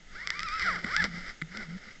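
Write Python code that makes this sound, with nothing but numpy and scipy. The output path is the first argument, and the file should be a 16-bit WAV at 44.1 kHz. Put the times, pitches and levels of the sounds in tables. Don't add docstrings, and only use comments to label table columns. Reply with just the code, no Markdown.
import sys
import numpy as np
from scipy import signal
from scipy.fft import rfft, irfft
from scipy.io import wavfile
from scipy.ndimage import uniform_filter1d

SR = 44100
rng = np.random.default_rng(int(sys.argv[2]) if len(sys.argv) > 2 else 0)


def log_audio(samples):
    frames = np.atleast_2d(samples).T
    limited = np.clip(frames, -1, 1)
    pcm = np.round(limited * 32767).astype(np.int16)
    wavfile.write(sys.argv[1], SR, pcm)


N = 88200

# time_s, pitch_hz
RIB_RATE = [(.11, 430), (.145, 580), (.175, 830), (.22, 985), (.26, 1190), (.285, 1110), (.315, 860),
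            (.355, 1175), (.40, 1210), (.447, 1360), (.482, 1185), (.505, 1185), (.545, 1305), (.58, 1300),
            (.615, 1170), (.632, 1000), (.652, 790), (.68, 705), (.71, 572), (.765, 370), (.825, 150),
            (.855, 260), (.9, 478), (.95, 705), (.98, 860), (1.0, 885), (1.02, 810), (1.05, 540),
            (1.09, 220), (1.51, 500), (1.55, 680), (1.6, 770), (1.64, 650), (1.68, 420)]
# time_s, level_db
WHINE_LEVEL = [(0, -80), (.12, -60), (.16, -48), (.19, -48), (.22, -41), (.26, -42), (.285, -46),
               (.315, -41), (.36, -36), (.415, -37), (.46, -32), (.5, -34), (.545, -28), (.6, -35),
               (.615, -37), (.627, -27), (.642, -41), (.66, -30), (.685, -27), (.73, -35), (.765, -36),
               (.82, -50), (.86, -41), (.93, -36), (.975, -32), (1.003, -22), (1.02, -34), (1.055, -36),
               (1.09, -62), (1.5, -70), (1.56, -48), (1.62, -47), (1.68, -68), (2, -80)]
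HARMONICS_DB = [-6, 0, -6, -4, -14, -14, -19]
# frequency_hz, gain_db
WHINE_COLOUR = [(100, -24), (450, -15), (700, -16), (900, -17), (1050, -14), (1150, -6), (1230, 0),
                (1450, 1), (1750, 0), (2070, 0), (2330, -10), (2600, -24), (3000, -19), (3600, -17),
                (4200, -21), (4900, -16), (5650, -21), (6600, -35), (9000, -44)]
# time_s, level_db
RASP_LEVEL = [(0, -62), (.1, -61), (.15, -47.5), (.22, -45.5), (.33, -43), (.45, -41.5), (.57, -38),
              (.62, -33), (.69, -32), (.76, -39.5), (.82, -46.5), (.9, -36.5), (.97, -36), (1.02, -34),
              (1.055, -32), (1.085, -49.5), (1.16, -41.5), (1.25, -45.5), (1.295, -39.5), (1.35, -56),
              (1.45, -60), (1.5, -55), (1.55, -43.5), (1.62, -43.5), (1.67, -54.5), (1.73, -47.5),
              (1.8, -52.5), (1.88, -48), (2, -61.5)]
# frequency_hz, gain_db
RASP_COLOUR = [(100, -2), (300, -38.5), (520, -30.5), (750, -31.5), (980, -44.5), (1220, -2), (1450, 1),
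               (1750, -2), (2070, 7), (2280, -3.5), (2600, -25), (3000, -12.5), (3500, -12.5),
               (4200, -14.5), (5000, -7.5), (5650, -14.5), (6600, -34), (7600, -21.5), (9000, -70)]
# time_s, gain_db
GROAN_GAIN = [(0, -11.5), (.55, -23.5), (.7, -17), (.86, -7.5), (.97, -28.5), (1.05, -10), (1.3, -15),
              (1.6, -9), (2, -15)]
# start_s, level_db
TICKS = [(.2732, -15.5), (.3039, -12.5), (.3934, -18), (.4044, -23), (.4318, -19), (.4865, -22.5),
         (.5397, -27), (.596, -20.5), (.6243, -23.5), (.9651, -10), (1.0412, -13), (1.136, -39),
         (1.2925, -30.5), (1.5722, -23.5)]
# frequency_hz, gain_db
TICK_COLOUR = [(100, -18.5), (900, -28), (1250, -6.5), (1700, -8), (2060, 4.5), (2350, -9.5), (2750, -15),
               (3450, -6.5), (4100, -15), (5000, -4), (5800, -13.5), (6700, -24.5), (7600, -19),
               (9000, -71)]
# start_s, level_db, thump_hz, thump_db, thump_t60_s, rebound_delay_s
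KNOCKS = [(0.8434, -23.5, 205.2, -18.5, 0.04, 0.002), (1.4161, -25, 158.9, -30, 0.2, 0.004)]
# frequency_hz, gain_db
KNOCK_COLOUR = [(100, -27.5), (330, -2), (600, -32.5), (950, -29), (1380, -3), (1620, -7.5), (1800, -2.5),
                (1920, -0.5), (2070, 6.5), (2230, -2), (2600, -24), (3300, -14.5), (5000, -24), (6500, -60),
                (7500, -19.5), (9000, -84.5)]
# time_s, pitch_hz, level_db
HUM = [(0, 159.4, -69), (.23, 167.9, -65.5), (.27, 171.5, -67), (.38, 168.3, -60), (.45, 172.4, -53.5),
       (.5, 176.6, -83), (.61, 180.1, -65), (.66, 190.8, -48), (.8, 173.6, -49), (.95, 150.2, -55.5),
       (1.0, 161.2, -43.5), (1.03, 176.7, -36.5), (1.06, 207.4, -46.5), (1.09, 174, -41.5),
       (1.15, 169, -38.5), (1.21, 175.5, -49), (1.32, 180, -81.5), (1.5, 172.5, -53.5), (1.6, 224.5, -47),
       (1.645, 175, -55), (1.69, 158, -43), (1.745, 181.8, -38.5), (1.77, 184.2, -39), (1.8, 188.1, -89),
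       (1.88, 220.6, -52), (1.93, 206, -86), (2, 159, -51)]
# time_s, level_db
RUMBLE_LEVEL = [(0, -62), (.04, -57), (.07, -45), (.14, -46), (.2, -55), (.32, -55), (.45, -49), (.53, -53),
                (.7, -52), (.8, -54), (.89, -46), (.97, -54), (1.12, -48), (1.31, -49), (1.37, -59),
                (1.45, -51), (1.55, -56), (1.62, -50), (1.7, -54), (1.77, -49), (1.87, -53), (2, -57)]
# frequency_hz, gain_db
RUMBLE_COLOUR = [(8, -7.5), (18, 0), (35, -8.5), (60, -25.5), (100, -30), (200, -32.5), (500, -55.5)]
# time_s, level_db
HISS_LEVEL = [(0, -62.5), (.1, -60.5), (.2, -60), (1.2, -57.5), (1.45, -59.5), (1.7, -59), (2, -57)]
# frequency_hz, gain_db
HISS_COLOUR = [(60, -3), (200, 14), (330, 3.5), (900, -3.5), (1400, -23), (2050, -18), (2600, 1), (3500, 1),
               (5000, -9), (6600, -1.5), (8000, -14)]

PITCH_JITTER, SHIMMER_DB, OVERTONE_BLUR_RAD = .011, 2, .15
SLIPS_PER_S, SLIP_SPREAD_DB, RASP_FLICKER_DB = 1300, 1, 1.5
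REBOUND_GAIN_DB, THUMP_RISE_S = 4.5, .0047
HUM_WANDER, HUM_FLUTTER_DB, HUM_NOISE_DB = .025, 2, -14
HISS_SWELL_DB = 1
SMEAR_HZ, SMEAR_WIDTH_HZ, CUTOFF_HZ = 4200, 6600, 7950


def whine():
    pitch_hz = uniform_filter1d(curve(RIB_RATE), size=500) * (1 + PITCH_JITTER * wander(hz=300))
    phase = 2 * np.pi * np.cumsum(pitch_hz) / SR
    harmonics = 0
    for k, level_db in enumerate(HARMONICS_DB):
        blur = OVERTONE_BLUR_RAD * max(k - 1, 0) * wander(hz=201)
        amplitude = undb(level_db + SHIMMER_DB * wander(hz=83))
        harmonics += amplitude * np.sin((k + 1) * phase + blur)
    return colour(np.sqrt(2) * harmonics * undb(curve(WHINE_LEVEL)), WHINE_COLOUR)


def rasp():
    slips = (rng.random(N) < SLIPS_PER_S / SR) * rng.choice([-1, 1], N)
    slip_sizes = undb(SLIP_SPREAD_DB * np.minimum(rng.exponential(size=N), 4))
    friction = unit(slips * slip_sizes) + rng.standard_normal(N)
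    scrape = unit(colour(friction, RASP_COLOUR))
    groan = noise_band(hz=384, width_hz=640) * undb(curve(GROAN_GAIN))
    return (scrape + groan) * undb(curve(RASP_LEVEL) + RASP_FLICKER_DB * wander(hz=46.5))


def ticks():
    return strike(TICKS, TICK_COLOUR)


def knocks():
    out = np.zeros(N)
    for start_s, level_db, thump_hz, thump_db, t60_s, delay_s in KNOCKS:
        contacts = [(start_s, level_db), (start_s + delay_s, level_db + REBOUND_GAIN_DB)]
        out += strike(contacts, KNOCK_COLOUR) + undb(thump_db) * thump(start_s, thump_hz, t60_s)
    return out


def strike(contacts, spectrum):
    impulses = np.zeros(N)
    for start_s, level_db in contacts:
        impulses[int(start_s * SR)] += undb(level_db)
    b, a = signal.iirpeak(SMEAR_HZ, SMEAR_HZ / SMEAR_WIDTH_HZ, fs=SR)
    smeared = impulses - 2 * signal.lfilter(b, a, impulses)
    return colour(smeared, spectrum) / np.abs(impulse_response(spectrum)).max()


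def thump(start_s, hz, t60_s):
    age_s = np.maximum(np.arange(N) / SR - start_s, 0)
    rise = 1 - np.exp(-age_s / THUMP_RISE_S)
    decay = np.exp(-np.log(1000) * age_s / t60_s)
    return np.sin(2 * np.pi * hz * age_s) * decay * rise


def hum():
    pitch_hz = curve(HUM) * (1 + HUM_WANDER * wander(hz=37))
    tone = np.sqrt(2) * np.sin(2 * np.pi * np.cumsum(pitch_hz) / SR)
    noise = undb(HUM_NOISE_DB) * noise_band(hz=221.4, width_hz=32.4)
    return (tone + noise) * undb(curve(HUM, column=2) + HUM_FLUTTER_DB * wander(hz=27))


def water():
    rumble = unit(colour(rng.standard_normal(N), RUMBLE_COLOUR))
    hiss = unit(colour(rng.standard_normal(N), HISS_COLOUR))
    hiss_db = curve(HISS_LEVEL) + HISS_SWELL_DB * wander(hz=1.33)
    return rumble * undb(curve(RUMBLE_LEVEL)) + hiss * undb(hiss_db)


def undb(db):
    return 10 ** (np.asarray(db) / 20)


def unit(x):
    return x / np.sqrt(np.mean(x ** 2))


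def curve(rows, column=1):
    rows = np.array(rows, float)
    return np.interp(np.arange(N) / SR, rows[:, 0], rows[:, column])


def wander(hz):
    lowpass = signal.butter(2, hz, fs=SR, output="sos")
    return unit(signal.sosfilt(lowpass, rng.standard_normal(2 * N))[N:])


def noise_band(hz, width_hz):
    b, a = signal.iirpeak(hz, hz / width_hz, fs=SR)
    return unit(signal.lfilter(b, a, signal.lfilter(b, a, rng.standard_normal(N))))


def impulse_response(spectrum, size=8192):
    hz, db = np.array(spectrum, float).T
    bins_hz = np.maximum(np.fft.rfftfreq(size, 1 / SR), 1)
    gain = undb(np.interp(np.log(bins_hz), np.log(hz), db))
    cepstrum = irfft(np.log(gain))
    cepstrum[1:size // 2] *= 2
    cepstrum[size // 2 + 1:] = 0
    return irfft(np.exp(rfft(cepstrum)))


def colour(x, spectrum):
    return signal.fftconvolve(x, impulse_response(spectrum))[:N]


def scene():
    return (whine() + rasp() + ticks() + knocks() + hum() + water())[None]


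def record(dry):
    return signal.sosfilt(signal.ellip(10, .2, 70, CUTOFF_HZ, fs=SR, output="sos"), dry)


dry = scene()
out = record(dry)
log_audio(out)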